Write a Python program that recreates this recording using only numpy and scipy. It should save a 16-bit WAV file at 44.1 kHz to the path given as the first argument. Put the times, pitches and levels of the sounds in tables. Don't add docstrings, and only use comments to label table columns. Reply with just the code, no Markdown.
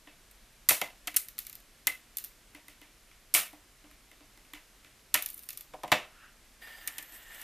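import sys
import numpy as np
from scipy import signal
from scipy.fft import rfft, irfft, next_fast_len
from scipy.io import wavfile
from scipy.ndimage import uniform_filter1d, map_coordinates

SR = 44100
rng = np.random.default_rng(int(sys.argv[2]) if len(sys.argv) > 2 else 0)


def materialize(psi):
    bounded = np.clip(np.atleast_2d(psi).T, -1, 1)
    quanta = np.round(bounded * 32767).astype(np.int16)
    wavfile.write(sys.argv[1], SR, quanta)


N = 327663


def amp(db):
    return 10 ** (np.asarray(db) / 20)


def unit(x):
    return x / np.sqrt(np.mean(x ** 2) + 1e-20)


def along(points, hz):
    freqs, values = np.transpose(points)
    return np.interp(np.log(hz + 1), np.log(freqs + 1), values)


def curves(rows):
    times, *columns = np.transpose(rows)
    return [np.interp(np.arange(N) / SR, times, c, left=-200, right=-200) for c in columns]


def swell(start, stop, rise, fall):
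    t = np.arange(N) / SR
    return -20 * (np.clip(start - t, 0, None) / rise + np.clip(t - stop, 0, None) / fall)


def wobble(rate):
    return map_coordinates(rng.standard_normal(int(N * rate / SR) + 4), [np.arange(N) * rate / SR])


def filtered(x, response):
    size = next_fast_len(N + SR // 2)
    return irfft(rfft(x, size) * response(np.fft.rfftfreq(size, 1 / SR)), size)[..., :N]


def ringing(x, modes):
    def response(f):
        bank = sum((-1) ** k * amp(db) * 1j * f * width / (hz * hz - f * f + 1j * f * width)
                   for k, (hz, width, db) in enumerate(modes))
        return bank / np.sqrt(np.mean(np.abs(bank) ** 2))
    return filtered(x, response)


def noise(spectrum, top_hz):
    colour = lambda hz: amp(along(spectrum, hz)) / (1 + (hz / top_hz) ** 80)
    return unit(filtered(rng.standard_normal(N), colour))


def tones(times, levels, modes, gain_db, scatter_db, attack_s):
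    t = np.arange(SR // 3) / SR
    hz, db, t60 = np.transpose(modes)[:, :, None]
    out = np.zeros(N + SR)
    for start, level in zip(times, levels):
        strength, detune = rng.standard_normal((2, len(modes), 1))
        decay = amp(db + scatter_db * strength - 60 * t / t60)
        ring = (decay * np.sin(2 * np.pi * hz * (1 + .004 * detune) * t)).sum(0)
        out[round(start * SR):][:len(t)] += amp(level + gain_db) * ring * (1 - np.exp(-t / attack_s))
    return out[:N]


# freq_hz, density_db
ROOM_TONE = [(12, -46), (20, -2), (48, -5), (65, -19), (100, -15), (177, -21), (215, -17.5), (474, -23),
             (714, -23), (796, -25.5), (1410, -24), (2010, -23), (3880, -26.5), (13600, -31)]
def room_tone():
    return noise(ROOM_TONE, top_hz=13850) * amp(-60.5 + 0.35 * wobble(3.03))


# freq_hz, density_db
CAPSULE_HISS = [(12, -31), (20, -2), (151, -10.5), (298, -8.5), (324, -14), (414, -10), (1490, -13.5),
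                (1810, -8.5), (13600, -5)]
def stereo_side(mid):
    smear = rng.standard_normal(512) * np.hanning(512)
    reflections = amp(-39.5) * signal.fftconvolve(mid, smear / np.linalg.norm(smear))[:N]
    return reflections + amp(-72) * noise(CAPSULE_HISS, top_hz=14100)


# pitch_hz, width_hz, gain_db
BRUSH_MODES = [(1380, 300, 0.5), (1870, 300, -3), (2700, 240, -3.5)]
def lift_brush():
    level_db = -55.5 + swell(6.25, 6.25, rise=0.22, fall=0.11)
    return ringing(rng.standard_normal(N) * amp(level_db), BRUSH_MODES)


# time_s, pitch_hz
SQUEAK_PATH = [(6.808, 15000), (6.83, 14000), (6.865, 13650), (6.915, 13170), (6.952, 13400), (6.99, 12600),
               (7.03, 12730), (7.075, 11940), (7.12, 12200), (7.2, 14150), (7.225, 14400)]
def finger_squeak():
    hz = curves(SQUEAK_PATH)[0] * (1 + 0.003 * wobble(450))
    fall_s = .012
    fader_db = swell(SQUEAK_PATH[0][0], SQUEAK_PATH[-1][0] - fall_s, rise=.001, fall=fall_s)
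    level_db = -60 + fader_db + 3.3 * wobble(40)
    return np.sqrt(2) * amp(level_db) * np.sin(2 * np.pi * np.cumsum(hz) / SR)


# time_s, rub_db, hiss_db
SLIDE_FADERS = [(6.605, -77, -82), (6.62, -50.5, -59), (6.8, -54.5, -63), (6.91, -54.5, -58.5),
                (7.0, -55, -60), (7.1, -59, -64), (7.15, -55.5, -54), (7.25, -58, -64), (7.32, -52, -58),
                (7.43, -52, -53)]
# pitch_hz, width_hz, gain_db
RUB_MODES = [(756, 470, -8.5), (1410, 130, -3.5), (1840, 460, -4.5), (2550, 320, -7), (2770, 260, -3),
             (3630, 1100, -11)]
SINGING_MODES = [
    [(1814, 56, 0)],
    [(4820, 130, 0)],
]
# freq_hz, density_db
SKIN_HISS = [(1760, -24), (3000, -12), (4290, -13), (4980, -12), (5640, -11.5), (8120, -5), (8770, -6),
             (9930, -9), (11800, -5), (14200, -1)]
def board_slide():
    rub_db, hiss_db = curves(SLIDE_FADERS)
    rub = ringing(rng.standard_normal(N) * amp(rub_db - 2.5 + 1.1 * wobble(70)), RUB_MODES)
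    low_db = rub_db - 2.5 + 2.1 * wobble(14)
    high_db = -64 + swell(SLIDE_FADERS[1][0], 6.82, rise=.01, fall=0.042)
    song = sum(unit(ringing(rng.standard_normal(N), mode)) * amp(db)
               for db, mode in zip((low_db, high_db), SINGING_MODES))
    spectra = signal.stft(noise(SKIN_HISS, top_hz=14200), nperseg=256)[2]
    patches = uniform_filter1d(rng.standard_normal(spectra.shape), 5, axis=0)
    patches = uniform_filter1d(patches, 12, axis=1)
    hiss = signal.istft(spectra * amp(2.5 * unit(patches)), nperseg=256)[1][:N]
    return rub + song + hiss * amp(hiss_db + 1.8 * wobble(50))


BURST_STRETCH = [1.05, 1.3, 2.1, 3.1]
TAIL_DECAY = [.24, .26, .28, .3]
TAIL_TRIM = [-5, -3, 0, 0]
def blows(times, levels, t60s, sends_db, gain_db, onset_s, spike, clump_db):
    layers = levels.shape[1]
    stretch, tail_t60, trim_db = np.array([BURST_STRETCH, TAIL_DECAY, TAIL_TRIM])[:, :layers, None]
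    t = np.arange(SR // 2) / SR
    first_echo_s = .008
    tail = amp(trim_db - 60 * t / tail_t60) * (1 - np.exp(-(t / first_echo_s) ** 3))
    clumps = amp(clump_db * wobble(250))
    drive = np.zeros((layers, N + SR))
    for start, db, t60, send_db in zip(times, levels, t60s, sends_db):
        burst = (1 - np.exp(-t / onset_s)) * amp(-60 * t / (t60 * stretch))
        hit = np.hypot(burst, amp(send_db) * tail) * rng.standard_normal((layers, len(t)))
        hit[0, round(onset_s * SR)] += spike
        drive[:, round(start * SR):][:, :len(t)] += amp(db + gain_db)[:, None] * hit
    return drive[:, :N] * clumps


# start_s, tick_db, board_db
OFFCUT_BOUNCES = [(1.285, -39.5, -52.5), (1.381, -45, -47), (1.389, -28, -46), (1.45, -50, -58),
                  (1.4673, -36.5, -52), (1.497, -42, -54), (1.5281, -42.5, -54.5), (1.5532, -42, -58),
                  (1.6017, -55, -65), (2.17, -26, -51.5), (2.184, -32, -46.5), (2.24, -38, -50),
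                  (2.246, -35, -56), (5.2235, -28, -47), (5.2605, -29.5, -46.5), (5.2879, -41, -52),
                  (5.302, -37, -64), (5.378, -44.5, -60), (5.392, -44, -63), (5.434, -46, -62),
                  (5.489, -32, -45.5), (5.505, -37, -50.5), (5.5304, -44, -55), (5.574, -35.5, -52),
                  (5.6088, -39.5, -58)]
# pitch_hz, width_hz, gain_db
TICK_MODES = [(9100, 1500, -6), (11300, 1300, -2), (12700, 1600, -0.5), (14340, 1300, 0)]
JAW_MODES = [(4070, 1000, 0.67), (5780, 1370, 1), (7320, 1220, 0.02)]
BOARD_MODES = [(1240, 245, -3), (1620, 300, -3.5), (1817, 140, 2.5), (2283, 240, 2), (2646, 105, 4),
               (2944, 117, 1), (3203, 150, -1), (3590, 490, -4.5)]
# pitch_hz, gain_db, t60_s
WIRE_TONES = [(12800, 0.5, .11), (12950, -5, .07), (12050, -9, .03), (14550, -7, .05), (9380, -11, .04),
              (5030, -15, .04), (3490, -9, .06)]
def offcuts():
    times, tick_db, board_db = np.transpose(OFFCUT_BOUNCES)
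    levels = np.transpose([tick_db, (tick_db + board_db) / 2 + 1, board_db])
    drive = blows(times, levels, t60s=[.014] * len(times), sends_db=[-14.5] * len(times),
                  gain_db=2.5, onset_s=0.00024, spike=5, clump_db=0)
    ticks = sum(map(ringing, drive, (TICK_MODES, JAW_MODES, BOARD_MODES)))
    roll_db = -56 + swell(5.27, 5.46, rise=.005, fall=0.094)
    roll = ringing(rng.standard_normal(N) * amp(roll_db + 5 * wobble(180)), TICK_MODES)
    tinkle = tones(times, tick_db - 24, WIRE_TONES, gain_db=11, scatter_db=2, attack_s=.0005)
    return ticks + roll + tinkle


# start_s, snap_db, board_db, ring_db, send_db, slam_delay_s, slam_snap_db, slam_board_db
LEAD_SNIPS = [(0.688, -16.5, -32, -39, -5.5, 0.0052, -15, -28.5),
              (1.87, -20.5, -32.5, -35, -17.5, 0.0042, -48, -36.5),
              (3.3397, -18, -36, -53, -3.5, .0084, -17, -22.5),
              (5.1411, -18.5, -27.5, -37, -14, 0.011, -44, -29.5)]
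# start_s, snap_db, board_db, bench_db
STEEL_CLICKS = [(0.3112, -57, -73, -80), (1.072, -33, -37.5, -52), (1.1428, -44.5, -48, -58.5),
                (1.1628, -21, -45, -78), (1.166, -19.5, -41, -80), (6.8746, -31, -42.5, -65),
                (6.982, -37, -44.5, -60), (7.0259, -47.5, -62, -70), (7.1217, -52, -64, -65),
                (7.345, -54, -61, -78), (7.414, -45, -56, -80)]
TIP_TAPS = [(0.072, -70, -48.5, -56), (2.5481, -51, -47.5, -53.5), (2.6824, -46.5, -49.5, -59),
            (2.815, -53, -49.5, -58), (3.1123, -68, -55, -77), (3.5297, -52, -59, -52.5),
            (3.8403, -80, -55, -57), (3.912, -57, -59, -64.5), (4.114, -58, -55, -63),
            (4.2064, -80, -55.5, -56.5), (4.3745, -59, -63, -66), (4.4492, -65, -59, -76),
            (4.5347, -43.5, -41.5, -51.5), (4.846, -62, -51.5, -66)]
BENCH_KNOCKS = [(0.7066, -36, -28, -34.5), (0.8142, -31.5, -32.5, -36), (5.736, -82, -56, -42),
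                (5.8338, -48, -44.5, -37), (5.8773, -54, -53, -51), (5.9173, -32.5, -21.5, -23),
                (5.924, -33, -21.5, -42)]
def contacts():
    def jaw(snap, board):
        return (snap + board) / 2 - 4

    def cut(start, snap, board, ring_db, t60_s, send_db):
        bench, hollow = board - 13.5, board - 26
        return start, snap, jaw(snap, board), board, bench, hollow, ring_db, t60_s, send_db

    def handling(table, t60_s, send_db, hollow_db, ring_db):
        return [(start, snap, jaw(snap, board), board, bench, bench + hollow_db,
                 jaw(snap, board) + ring_db, t60_s, send_db) for start, snap, board, bench in table]

    cues = []
    for start, snap, board, ring, send, delay, slam_snap, slam_board in LEAD_SNIPS:
        cues.append(cut(start, snap, board, ring, t60_s=0.025, send_db=send))
        cues.append(cut(start + delay, slam_snap, slam_board, ring_db=-200, t60_s=0.0091, send_db=-11.5))
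    cues += handling(STEEL_CLICKS, t60_s=0.028, send_db=-15.5, hollow_db=-3, ring_db=-9)
    cues += handling(TIP_TAPS, t60_s=0.0071, send_db=-13.5, hollow_db=-3.5, ring_db=-7)
    cues += handling(BENCH_KNOCKS, t60_s=0.02, send_db=-14.5, hollow_db=-17, ring_db=-7)
    return np.array(cues)


# pitch_hz, width_hz, gain_db
SNAP_MODES = [(9610, 1240, -1), (10190, 1300, 4), (11400, 5800, -2), (14800, 400, -2.5)]
BENCH_MODES = [(120, 40, -11.5), (210, 26, -9), (342, 73, -9.5), (520, 45, -3), (610, 22.4, 3),
               (718, 45, 2.5), (798, 54, -0.5), (987, 150, -2)]
# pitch_hz, gain_db, t60_s
HOLLOW_TONE = [(296.6, -0.2, 0.17)]
STEEL_TONES = [(2040, 1.5, .2), (2075, -5, .15), (3480, -14, .07), (5300, -17, .07), (6760, -16, .09),
               (7540, -16, .07), (9060, -13, .08), (10080, -13, .05)]
def cutters():
    times, *layer_dbs, hollow_db, ring_db, t60s, sends_db = contacts().T
    drive = blows(times, np.transpose(layer_dbs), t60s, sends_db,
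                  gain_db=6.5, onset_s=0.00056, spike=3.5, clump_db=1)
    hits = sum(map(ringing, drive, (SNAP_MODES, JAW_MODES, BOARD_MODES, BENCH_MODES)))
    hollow = tones(times, hollow_db, HOLLOW_TONE, gain_db=7.5, scatter_db=1, attack_s=0.0027)
    ring = tones(times, ring_db, STEEL_TONES, gain_db=3, scatter_db=2, attack_s=0.00092)
    return hits + hollow + ring * (.6 + .8 * wobble(130))


def scene():
    mid = cutters() + offcuts() + board_slide() + lift_brush() + finger_squeak() + room_tone()
    side = stereo_side(mid)
    return np.array([mid + side, mid - side]) * amp([[-.15], [.15]])


# freq_hz, gain_db
MIC_EQ = [(100, 0), (14800, 0.46), (15500, -16), (16000, -31), (16600, -49)]
def record(dry):
    limit_hz = 16828
    return filtered(dry, lambda hz: amp(along(MIC_EQ, hz)) * (hz < limit_hz))


dry = scene()
out = record(dry)
materialize(out)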